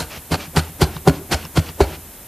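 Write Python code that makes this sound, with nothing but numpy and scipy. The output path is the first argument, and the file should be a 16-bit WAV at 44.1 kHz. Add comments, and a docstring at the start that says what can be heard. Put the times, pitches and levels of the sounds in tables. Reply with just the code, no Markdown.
"""A barbed felting needle stabs four times a second through wool into a foam pad on a table, miked close.
Each stab rustles as swelling noise in the wool and crunches as ringing foam grains and clicks in the pad.
Decaying modes thump the table; grains rasp on the way out, with pings as the tip springs free.
A short room answer, a quiet room's murmur and microphone hiss lie around it; the hardest blows clip."""
import sys
import numpy as np
from scipy import signal
from scipy.fft import rfft, irfft, next_fast_len
from scipy.io import wavfile
from scipy.ndimage import map_coordinates

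SR = 44100
rng = np.random.default_rng(int(sys.argv[2]) if len(sys.argv) > 2 else 0)


def put_to_file(sound):
    """Save the sound as 16-bit audio at rate SR, in the file named by the first command-line argument."""
    columns = np.atleast_2d(sound).T  # one column per channel
    safe = np.clip(columns, -1, 1)
    whole_steps = np.round(safe * 32767)
    wavfile.write(sys.argv[1], SR, whole_steps.astype(np.int16))


N = 100283
T = np.arange(N) / SR

# strokes through wool into foam: (time [s], length [s], crunch level [dB], change over the stroke [dB],
# wool level [dB], rise of the crunch [s], treble gain [dB], room answer [dB])
STABS = [(-.012, 0.066, -20, -24, -16.5, 0.0018, 3, -7), (0.318, 0.036, -19, -3.5, -21.5, .004, -6, -11),
         (0.561, 0.038, -19.5, -4.5, -21.5, 0.00063, 1, -12),
         (0.816, 0.031, -16.5, -13, -14, 0.0063, 0.1, -9.5),
         (1.077, 0.02, -23.5, -5, -14.5, 0.0009, 3, -11),
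         (1.318, 0.027, -14, -4.5, -20.5, 0.0044, -4.2, -11.5),
         (1.566, 0.032, -20.5, -8, -19.5, 0.0061, -0.5, -11),
         (1.805, 0.036, -19, -13.5, -19.5, 0.0009, -3.5, -8.5)]

SWAY_T60_S, SWAY_RISE_S = 0.14, 0.0033
BOOM_HZ, BOOM_T60_S, BOOM_RISE_S = 157.5, 0.097, 0.0059
WIDE_FROM_HZ = 4300  # left and right differ only above this


def amp(db):
    """dB to gain."""
    return 10 ** (np.asarray(db) / 20)


def unit(x):
    """Scaled to rms 1."""
    return x / np.sqrt(np.mean(x ** 2) + 1e-20)


def along(points, hz):
    """Values of (frequency [Hz], value) points, interpolated on a log frequency axis."""
    f, v = np.transpose(points)
    return np.interp(np.log(hz + 1), np.log(f + 1), v)


def filtered(x, response):
    """x times a complex response of frequency."""
    m = next_fast_len(N + SR // 2)
    return irfft(rfft(x, m) * response(np.fft.rfftfreq(m, 1 / SR)), m)[..., :N]


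def keeping(x, response):
    """Filtered so that white noise keeps its rms."""
    def levelled(hz):
        gain = response(hz)
        return gain / np.sqrt(np.mean(np.abs(gain) ** 2))
    return filtered(x, levelled)


def coloured(x, spectrum):
    """x with a (frequency [Hz], level [dB]) colour, rms 1."""
    return unit(filtered(x, lambda hz: amp(along(spectrum, hz))))


def stroke(start, length, tilt_db, rise, fall):
    """Envelope: exponential rise up to the start, sloping hold, exponential release."""
    t = T - start
    hold = amp(tilt_db * np.clip(t / length, 0, 1))
    return hold * np.exp(np.minimum(t, 0) / rise) * np.exp(-np.maximum(t - length, 0) / fall)


def burst(s, db, rise, fall):
    """Envelope of a click."""
    return amp(db) * stroke(s, 0.0002, 0, rise, fall)


def ring(start, hz, t60, rise, sag=0):
    """One decaying mode, first swinging down; sag is the share by which it starts above its pitch."""
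    sag_s = 0.013
    out, first = np.zeros(N), max(int(start * SR) + 1, 0)
    t = T[first:first + int(t60 * SR)] - start
    turns = hz * (t + sag * sag_s * (1 - np.exp(-t / sag_s)))
    out[first:first + len(t)] = -np.sin(2 * np.pi * turns) * amp(-60 * t / t60) * (1 - np.exp(-t / rise))
    return out


def grains(envelope, rate, spread_db, clump_db, cycles, fine):
    """Short pings of scattered pitch and uneven size over a fine hiss, both in clumps under the envelope."""
    # a smooth random level in dB, with a new point every 150 samples
    knots = rng.standard_normal(N // 150 + 4)
    wander = map_coordinates(knots, [np.arange(N) / 150])
    clumped = envelope * unit(amp(clump_db * wander))

    when, pitch, luck = rng.random((int(rate * N / SR), 3)).T
    at, hz = (when * N).astype(int), 300 + 14500 * pitch
    size = amp(-spread_db * np.log(luck + 0.0099)) * np.sqrt(hz)
    size /= np.sqrt(np.sum(size ** 2 * cycles / hz) * SR / (4 * N))  # the pings add up to about rms 1

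    keep = envelope[at] > amp(-60)  # leave out pings too faint to hear
    step = np.arange(200)
    turns = np.outer(hz[keep], step / SR)
    ping = (size * clumped[at])[keep, None] * np.sin(2 * np.pi * turns) * np.exp(-turns / cycles)
    pings = np.bincount((at[keep, None] + step).ravel(), ping.ravel(), N + 200)[:N]
    hiss = clumped * rng.standard_normal(N)
    return np.sqrt(1 - fine) * pings + np.sqrt(fine) * hiss


def wool():
    """The tip rustles through wool: coloured noise swelling ahead of each stab and dying after it."""
    # colour of the rustle: (frequency [Hz], level [dB])
    wool_colour = [(200, 3), (800, -7), (2000, -20.5), (5000, -25), (12000, -28)]
    envelope = sum(amp(row[4]) * stroke(row[0], 0.0021, 0, rise=0.0095, fall=0.011) for row in STABS)
    return envelope * coloured(rng.standard_normal(N), wool_colour)


def pad(f):
    """Response of pad and table: resonances of alternating sign added together."""
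    # (centre [Hz], width [Hz], level [dB])
    modes = [(250, 76, 5.5), (429, 178, 3.5), (550, 197, 3), (613, 40, 5), (773, 152, 2.5),
             (1454, 193, 1.5), (2166, 550, -4.5), (3280, 960, -6.5), (4300, 345, -1.5), (4780, 430, -4.5),
             (5710, 920, -8.5), (7060, 1020, -8.5), (9300, 3440, -13)]
    return sum((-1) ** k * amp(db) * 1j * f * width / (centre ** 2 - f ** 2 + 1j * f * width)
               for k, (centre, width, db) in enumerate(modes))


def tearing(foam, clicks):
    """Torn cells ring for a few cycles at their own pitch, some snap loudly; the pad colours both."""
    torn = grains(foam, rate=11000, spread_db=3, clump_db=1.5, cycles=7, fine=0.35)
    # snaps are dull above 6100 Hz
    snapped = filtered(clicks * rng.standard_normal(N), lambda hz: 1 / (1 + 1j * hz / 6100) ** 2)
    return keeping(torn + snapped, pad)


def crunch():
    """Barbs tear through foam cells, brighter or duller from stab to stab. 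Returns (middle, side)."""
    # single foam cells that snap loudly: (time [s], level [dB])
    snaps = [(.004, -13), (.028, -24), (0.343, -10.5), (0.565, -12), (0.571, -10), (0.579, -12),
             (0.593, -17), (0.819, -6), (0.828, -12), (1.076, -7.5), (1.083, -8), (1.096, -14),
             (1.345, -37), (1.572, -7.5), (1.586, -22), (1.811, -11)]
    treble_hz, spread_db = 5800, -14
    foam = sum(amp(db) * stroke(s, length, change, bite, fall=0.0035)
               for s, length, db, change, _, bite, *_ in STABS)
    clicks = sum(burst(s, db, rise=0.0003, fall=0.0013) for s, db in snaps)
    tear, wide = tearing(foam, clicks), tearing(foam, clicks)

    bright = amp(np.interp(T, [row[0] for row in STABS], [row[6] for row in STABS]))
    treble = filtered(tear, lambda hz: 1 / (1 + (treble_hz / (hz + 1)) ** 4))
    side = amp(spread_db) * bright * filtered(wide, lambda hz: hz > WIDE_FROM_HZ)
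    return tear + (bright - 1) * treble, side


def room(x):
    """Each frequency of the room's answer dies at its own speed; a new noise tail for every stab."""
    # decay of the room: (frequency [Hz], t60 [s])
    decay = [(100, 1), (400, 0.43), (1500, 0.37), (5000, 0.19), (12000, 0.45)]
    out = np.zeros(N)
    # each stab's stretch begins 2000 samples ahead of it, to take in the wool
    edges = [0] + [round(s * SR) - 2000 for s, *_ in STABS[1:]] + [N]
    for a, b, row in zip(edges, edges[1:], STABS):
        hz, t, z = signal.stft(rng.standard_normal(SR // 2), SR, nperseg=256)
        fade = amp(-60 * t / along(decay, hz)[:, None])
        tail = signal.istft(z * fade, SR, nperseg=256)[1]
        wet = signal.fftconvolve(x[a:b], tail / np.linalg.norm(tail))[:N - a]
        out[a:a + len(wet)] += amp(row[7]) * wet
    return out


def floor():
    """Room murmur and microphone hiss as coloured noise; only the treble differs between the sides."""
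    # murmur and hiss in the middle: (frequency [Hz], level per Hz [dB])
    floor_colour = [(15, -43), (25, 16), (175, 3), (240, 3.5), (290, -0.5), (960, -4), (1040, -6),
                    (3730, -10.5), (4620, -14.5), (13400, -3), (14500, -5.5)]
    # hiss that differs left to right: (frequency [Hz], level per Hz [dB])
    wide_colour = [(2470, -50), (4200, -15.5), (11400, -7), (14500, -6)]
    mid_db, side_db = -38, -43
    mid = amp(mid_db) * coloured(rng.standard_normal(N), floor_colour)
    hiss = filtered(rng.standard_normal(N), lambda hz: amp(along(wide_colour, hz)) * (hz > WIDE_FROM_HZ))
    side = amp(side_db) * unit(hiss)
    return np.array([mid + side, mid - side])


def boom(s, db):
    """The table top's main mode."""
    return amp(db) * ring(s, BOOM_HZ, BOOM_T60_S, BOOM_RISE_S)


def thumps():
    """The hand bottoms out: modes of the table sway slowly, boom, hum, knock and rap."""
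    # (time [s], sway lag [s], settled sway pitch [Hz], sway level [dB], boom level [dB], hum level [dB],
    # knock pitch [Hz], knock level [dB], rap level [dB])
    blows = [(.003, 0.014, 74, -23, -18.5, -54, 397, -50, -57),
             (.320, 0.0046, 86, -12, -7.5, -18, 312, -13, -21),
             (0.567, 0.0045, 78.6, -8, -0.5, -26, 390, -6.5, -16.5),
             (0.8159, 0.0068, 68.3, -6, -1.5, -25.5, 356, -3, -20),
             (1.074, 0.014, 69.4, -11, 3, -8, 396, 0.5, -4.5),
             (1.319, 0.0181, 69, -11.5, -12.5, -35, 353, -11, -26),
             (1.573, 0.0067, 86.2, -4.5, -1.5, -25, 312, -7, -13.5),
             (1.805, 0.0032, 64.3, -4, -9.5, -20, 394.4, 3, -4.5)]
    # what the table keeps ringing with: (frequency [Hz], level against the sway [dB], t60 [s])
    shiver_modes = [(64.7, -35.5, 1), (81.8, -18, 0.63)]
    # (frequency [Hz], level within the rap [dB], t60 [s])
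    rap_modes = [(581, -7.5, 0.065), (635, -3.5, 0.067), (763, 5.5, 0.023), (858, 1, 0.025),
                 (955, -8.5, 0.047), (1274, -7.5, 0.015)]
    hum_hz, hum_t60_s = 267.8, 0.17
    knock_t60_s, knock_rise_s = 0.047, 0.0011
    low, knock, rap = np.zeros((3, N))
    for s, lag, hz, sway_db, boom_db, hum_db, knock_hz, knock_db, rap_db in blows:
        sway = ring(s + lag, hz, SWAY_T60_S, SWAY_RISE_S, sag=0.2)
        shiver = sum(amp(db) * ring(s + lag, f, t60, SWAY_RISE_S) for f, db, t60 in shiver_modes)
        low -= amp(sway_db) * (sway + shiver)
        low += boom(s, boom_db)
        low += amp(hum_db) * ring(s, hum_hz, hum_t60_s, BOOM_RISE_S)
        knock += amp(knock_db) * ring(s, knock_hz, knock_t60_s, knock_rise_s)
        rap += amp(rap_db) * sum(amp(db) * ring(s, f, t60, knock_rise_s) for f, db, t60 in rap_modes)
    return low, knock, rap


def rasp():
    """Barbs drag on the way out: coloured grains, rising or falling in level over each pull."""
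    # pulling out: (start [s], end [s], level [dB], change towards the end [dB])
    drags = [(0.118, 0.178, -35, 1), (0.407, 0.463, -31, -7.5), (0.61, 0.696, -39.5, -6.5),
             (0.875, 0.974, -45, 7.5), (1.144, 1.185, -36, -6.5), (1.345, 1.461, -39, 0),
             (1.626, 1.698, -40.5, 5), (1.843, 1.957, -40.5, 3.5)]
    # colour of the rasp: (frequency [Hz], level [dB])
    rasp_colour = [(300, 7), (1000, 3), (1800, 0), (2700, 3), (3600, -2.5), (4400, -2.5), (6500, -7),
                   (12000, -32)]
    drag = sum(amp(db) * stroke(a, b - a, change, rise=0.021, fall=0.0098) for a, b, db, change in drags)
    scrape = grains(drag, rate=11000, spread_db=2.2, clump_db=0.7, cycles=9, fine=0.5)
    return keeping(scrape, lambda hz: amp(along(rasp_colour, hz)))


def jolts():
    """The table shakes as the needle lets go: its boom and a 73 Hz sway."""
    # (time [s], sway level [dB], boom level [dB])
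    releases = [(0.167, -29.5, -27), (0.473, -40, -27), (0.691, -41, -24), (0.957, -27, -18.5),
                (1.169, -39, -22.5), (1.929, -32, -29), (1.442, -51, -21.5), (1.685, -33, -24.5)]
    return sum(boom(s, boom_db) + amp(sway_db) * ring(s, 73, SWAY_T60_S, SWAY_RISE_S)
               for s, sway_db, boom_db in releases)


def ticks():
    """The tip springs free with two short pings; a dull pop of the foam follows."""
    # (time [s], high ping [Hz], its level [dB], low ping [Hz], its level [dB], pop level [dB])
    springs = [(.9653, 3800, -20, 1500, -24, -15), (1.4517, 5300, -19, 2900, -21, -20),
               (1.6903, 4700, -21, 2800, -18, -21), (1.951, 4300, -30, 2800, -30, -34)]
    ping_t60_s, rise_s = 0.007, 0.0004
    pop_hz, pop_lag_s, pop_t60_s = 1000, 0.0019, 0.008
    out = np.zeros(N)
    for s, high_hz, high_db, low_hz, low_db, pop_db in springs:
        out += amp(high_db) * ring(s, high_hz, ping_t60_s, rise_s)
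        out += amp(low_db) * ring(s, low_hz, ping_t60_s, rise_s)
        out += amp(pop_db) * ring(s + pop_lag_s, pop_hz, pop_t60_s, rise_s)
    return out


def scene():
    """Needle and table in the middle with some treble spread, over the floor."""
    tear, side = crunch()
    stab = wool() + tear
    low, knock, rap = thumps()
    wet = room(stab + rap + amp(-6) * knock)  # the room answers the knock less than the crunch
    middle = stab + low + knock + rap + rasp() + jolts() + ticks() + wet
    return middle + np.outer([1, -1], side) + floor()


def record(dry):
    """A small microphone loses the deep bass; the recorder clips at full scale and is band-limited."""
    bass_cut_hz, top_hz = 36.4, 14300
    clip_hard = 9.3  # the higher, the sharper the knee

    def bass_cut(hz):
        second_order = -hz ** 2 / (bass_cut_hz ** 2 - hz ** 2 + 1j * np.sqrt(2) * hz * bass_cut_hz)
        return second_order ** 2

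    thin = filtered(dry, bass_cut)
    clipped = thin / (1 + np.abs(thin) ** clip_hard) ** (1 / clip_hard)
    return filtered(clipped, lambda hz: hz < top_hz)


dry = scene()
out = record(dry)
put_to_file(out)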